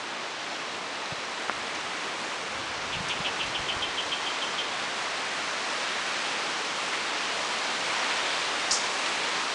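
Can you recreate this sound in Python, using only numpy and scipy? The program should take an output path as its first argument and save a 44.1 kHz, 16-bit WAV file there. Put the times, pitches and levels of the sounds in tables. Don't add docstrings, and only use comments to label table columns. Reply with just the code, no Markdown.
import sys
import numpy as np
from scipy import signal
from scipy.fft import rfft, irfft, next_fast_len
from scipy.io import wavfile
from scipy.ndimage import uniform_filter1d

SR = 44100
rng = np.random.default_rng(int(sys.argv[2]) if len(sys.argv) > 2 else 0)


def store_pcm(level_fs):
    pcm = np.round(np.clip(level_fs, -1, 1) * 32767).astype(np.int16)
    wavfile.write(sys.argv[1], SR, np.atleast_2d(pcm).T)


N = 420713


def undb(db):
    return 10 ** (np.asarray(db) / 20)


def unit(x):
    return x / np.sqrt(np.mean(x ** 2))


def band(x, low_hz, high_hz, order=2):
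    return signal.sosfilt(signal.butter(order, [low_hz, high_hz], "band", fs=SR, output="sos"), x)


def drift(rate_hz):
    hold = int(SR / rate_hz)
    steps = np.repeat(rng.standard_normal(N // hold + 1), hold)
    return unit(uniform_filter1d(uniform_filter1d(steps, hold), hold)[:N])


def jitter(samples):
    return unit(uniform_filter1d(rng.standard_normal(samples), size=40))


def add(out, start_s, sound):
    i = max(int(start_s * SR), 0)
    out[i:i + len(sound)] += sound[:N - i]


def forest_reverb(x, wet_db, t60_s, early_db):
    t = np.arange(SR) / SR
    decays = np.exp(-np.log(1000) * t / np.array([[.13], [t60_s]]))
    early, late = rng.standard_normal((2, SR)) * (t > .008) * decays
    response = (undb(early_db) * unit(early) + undb(wet_db) * unit(late)) / np.sqrt(SR)
    return x + signal.fftconvolve(x, response)[:N]


def mic_buffeting(calm_db=-74, push_width_s=0.0037):
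    # peak_s, level_db, rise_s, fall_s
    draughts = [(1.5, -57, 0.08, 0.12), (2.96, -45, 0.26, 0.25), (3.55, -49.5, 0.12, 0.55),
                (7.95, -65.5, 0.5, 1.2)]
    # centre_s, gain_db, pitch_hz
    buffets = [(1.127, -31, 141), (2.568, -44, 80), (3.008, -28, 151), (3.207, -28.5, 164),
               (3.769, -33, 90), (8.727, -44, 50.2)]
    t = np.arange(N) / SR
    swells = sum(undb(db) * np.exp(-np.maximum((peak_s - t) / rise_s, (t - peak_s) / fall_s))
                 for peak_s, db, rise_s, fall_s in draughts)
    rumble = unit(band(rng.standard_normal(N), low_hz=42, high_hz=190, order=3))
    out = rumble * (undb(calm_db) + swells) * undb(2.8 * drift(21))
    t = np.arange(-SR // 10, SR // 10) / SR
    for centre_s, gain_db, pitch_hz in buffets:
        push = np.sin(2 * np.pi * pitch_hz * t) * np.exp(-(t / push_width_s) ** 2 / 2)
        add(out, centre_s + t[0], undb(gain_db) * push)
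    return out


def mic_knock(start_s=1.4967, ring_hz=1290, decay_s=0.00046, body_hz=380, gain_db=-2.0):
    out, t = np.zeros(N), np.arange(SR // 20) / SR
    ring = np.sin(2 * np.pi * ring_hz * t) * np.exp(-t / decay_s) * (1 - np.exp(-t / .0001))
    body = .07 * np.sin(2 * np.pi * body_hz * t) * np.exp(-t / 0.0012)
    add(out, start_s, undb(gain_db) * band(ring + body, 280, 3500))
    return out


def scrapes(cues, grit_db, half_width_oct):
    out, t = np.zeros(N), np.arange(SR // 5) / SR
    for start_s, level_db, centre_hz, decay_s in cues:
        slips = rng.standard_normal(len(t)) * undb(grit_db * jitter(len(t)))
        burst = unit(band(slips, centre_hz / 2 ** half_width_oct, centre_hz * 2 ** half_width_oct))
        add(out, start_s, undb(level_db) * burst * np.exp(-t / decay_s))
    return out


def twigs():
    # start_s, level_db, centre_hz, decay_s
    ticks = [(1.058, -28, 3200, .0015), (1.112, -29, 1800, .008), (1.668, -33, 3400, 0.0085),
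             (1.749, -35.5, 4000, .012), (3.085, -31.5, 5200, 0.0062), (6.932, -24.5, 1800, 0.011),
             (8.11, -29, 1900, 0.016), (9.06, -24.5, 2600, .01)]
    return scrapes(ticks, grit_db=-1.0, half_width_oct=0.56)


def swish():
    # start_s, level_db, centre_hz, decay_s
    strokes = [(8.7098, -9.5, 5750, 0.0016), (8.714, -18.5, 5300, 0.023), (8.721, -25, 7300, 0.02),
               (8.7315, -21, 5900, .0018), (8.742, -24, 6000, 0.018)]
    return scrapes(strokes, grit_db=3.0, half_width_oct=0.22)


def bird(length_s=0.033, overshoot=0.0993, drop_s=0.0118, buzz_hz=215, clearing_s=0.55):
    # start_s, level_db
    chips = [(2.924, -32.5), (3.094, -30), (3.246, -28.5), (3.396, -30), (3.543, -29.5), (3.683, -28.5),
             (3.819, -28.5), (3.975, -28.5), (4.115, -28.5), (4.259, -30), (4.415, -30), (4.579, -29.5)]
    first_hz, last_hz, first_rasp, last_rasp = 2817, 3064, 0.95, 0.3
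    out, t = np.zeros(N), np.arange(SR // 10) / SR
    progress = np.minimum(t / length_s, 1)
    envelope = np.abs(np.sin(np.pi * progress ** .85)) ** 0.67
    for start_s, level_db in chips:
        unsettled = np.exp(-((start_s - chips[0][0]) / clearing_s) ** 2)
        hz = last_hz + (first_hz - last_hz) * unsettled
        rasp = last_rasp + (first_rasp - last_rasp) * unsettled
        buzz = np.sin(2 * np.pi * np.cumsum(buzz_hz * (1 + 0.22 * jitter(len(t)))) / SR)
        warble_hz = 520 * rasp * (1.35 - progress) * (buzz + 0.43 * jitter(len(t)))
        pitch_hz = hz * (1 + overshoot * np.exp(-t / drop_s)) + warble_hz
        whistle = np.sqrt(2) * np.sin(2 * np.pi * np.cumsum(pitch_hz) / SR)
        throb = 1 + 0.5 * rasp * np.roll(buzz, SR // 1000)
        edge = unit(band(rng.standard_normal(len(t)), 0.804 * hz, 0.894 * hz))
        voice = whistle + np.sqrt(rasp) * undb(-6.5) * edge
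        add(out, start_s, undb(level_db) * envelope * throb * voice)
    return out


def leaf_patter(count=40000, spread_db=2.0):
    out = np.zeros(N)
    sizes = undb(spread_db * np.minimum(rng.exponential(size=count), np.pi))
    np.add.at(out, rng.integers(0, N, count), sizes * rng.choice([-1, 1], count))
    return unit(out)


def wind_swell(rise_db_per_s, gust_share, build_s=8.6):
    # peak_s, swell_db, width_s
    gusts = [(6.0, 0.5, 0.33), (8.1, 1.15, 0.22), (9.1, 0.5, 0.12)]
    t = np.arange(N) / SR
    gusts_db = sum(db * np.exp(-((t - peak_s) / width_s) ** 2 / 2) for peak_s, db, width_s in gusts)
    level_db = rise_db_per_s * np.minimum(t, build_s) + gust_share * gusts_db
    return level_db - level_db.mean()


def wind_in_trees(sway_db=0.33, flicker_db=.5, gust_db=0.16, patter=0.54, level_db=-31.0):
    # frequency_hz, gain_db
    crown_eq = [(25, -33), (60, -32), (100, -19), (170, -10.5), (300, -5), (480, -3), (700, -1.2),
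                (1050, 0.5), (1550, -1.9), (2500, -3), (4000, -7), (6000, -12.5), (8000, -18.5),
                (10000, -27)]
    roar_hz, hiss_hz, far_hz, near_hz = 1900, 5500, 110, 850
    size = next_fast_len(N, real=True)
    air, leaves = rfft(rng.standard_normal(size)), rfft(leaf_patter(), size)
    hz = np.maximum(np.fft.rfftfreq(size, 1 / SR), 1)
    eq_hz, eq_db = np.transpose(crown_eq)
    low_cut = np.minimum(hz / eq_hz[0], 1) ** 2
    colour = undb(np.interp(np.log(hz), np.log(eq_hz), eq_db)) * low_cut
    leafy = np.clip(np.log(hz / roar_hz) / np.log(hiss_hz / roar_hz), 0, 1)
    spectrum = colour * (air * np.sqrt(1 - patter * leafy) + leaves * np.sqrt(patter * leafy))
    nearness = np.clip(np.log(hz / far_hz) / np.log(near_hz / far_hz), 0, 1.25)
    roar_swell, hiss_swell = wind_swell(0.4866, gust_share=0.92), wind_swell(0.91, gust_share=0.6)
    band_position = 2 * np.log2(np.clip(hz, 125, 8000) / 125)
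    out, shared_db = np.zeros(N), gust_db * drift(7)
    for k in range(round(band_position.max()) + 1):
        window = np.maximum(1 - abs(band_position - k), 0)
        leaf_share, near = np.average([leafy, nearness], axis=1, weights=window)
        swell_db = (1 - leaf_share) * near * roar_swell + leaf_share * hiss_swell
        motion_db = shared_db + sway_db * drift(2.43) + flicker_db * drift(18)
        out += irfft(spectrum * window, size)[:N] * undb(swell_db + motion_db)
    return unit(out) * undb(level_db)


def scene():
    chips = forest_reverb(bird(), wet_db=-9, t60_s=.7, early_db=-7)
    ticks = forest_reverb(twigs(), wet_db=-9, t60_s=0.41, early_db=-11)
    brush = forest_reverb(swish(), wet_db=-8.5, t60_s=1.0, early_db=-22)
    mono = wind_in_trees() + mic_buffeting() + chips + ticks + brush + mic_knock()
    return np.array([mono, mono])


def record(dry):
    cutoff_hz = 10150
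    return signal.sosfilt(signal.ellip(12, .2, 80, cutoff_hz, fs=SR, output="sos"), dry)


dry = scene()
out = record(dry)
store_pcm(out)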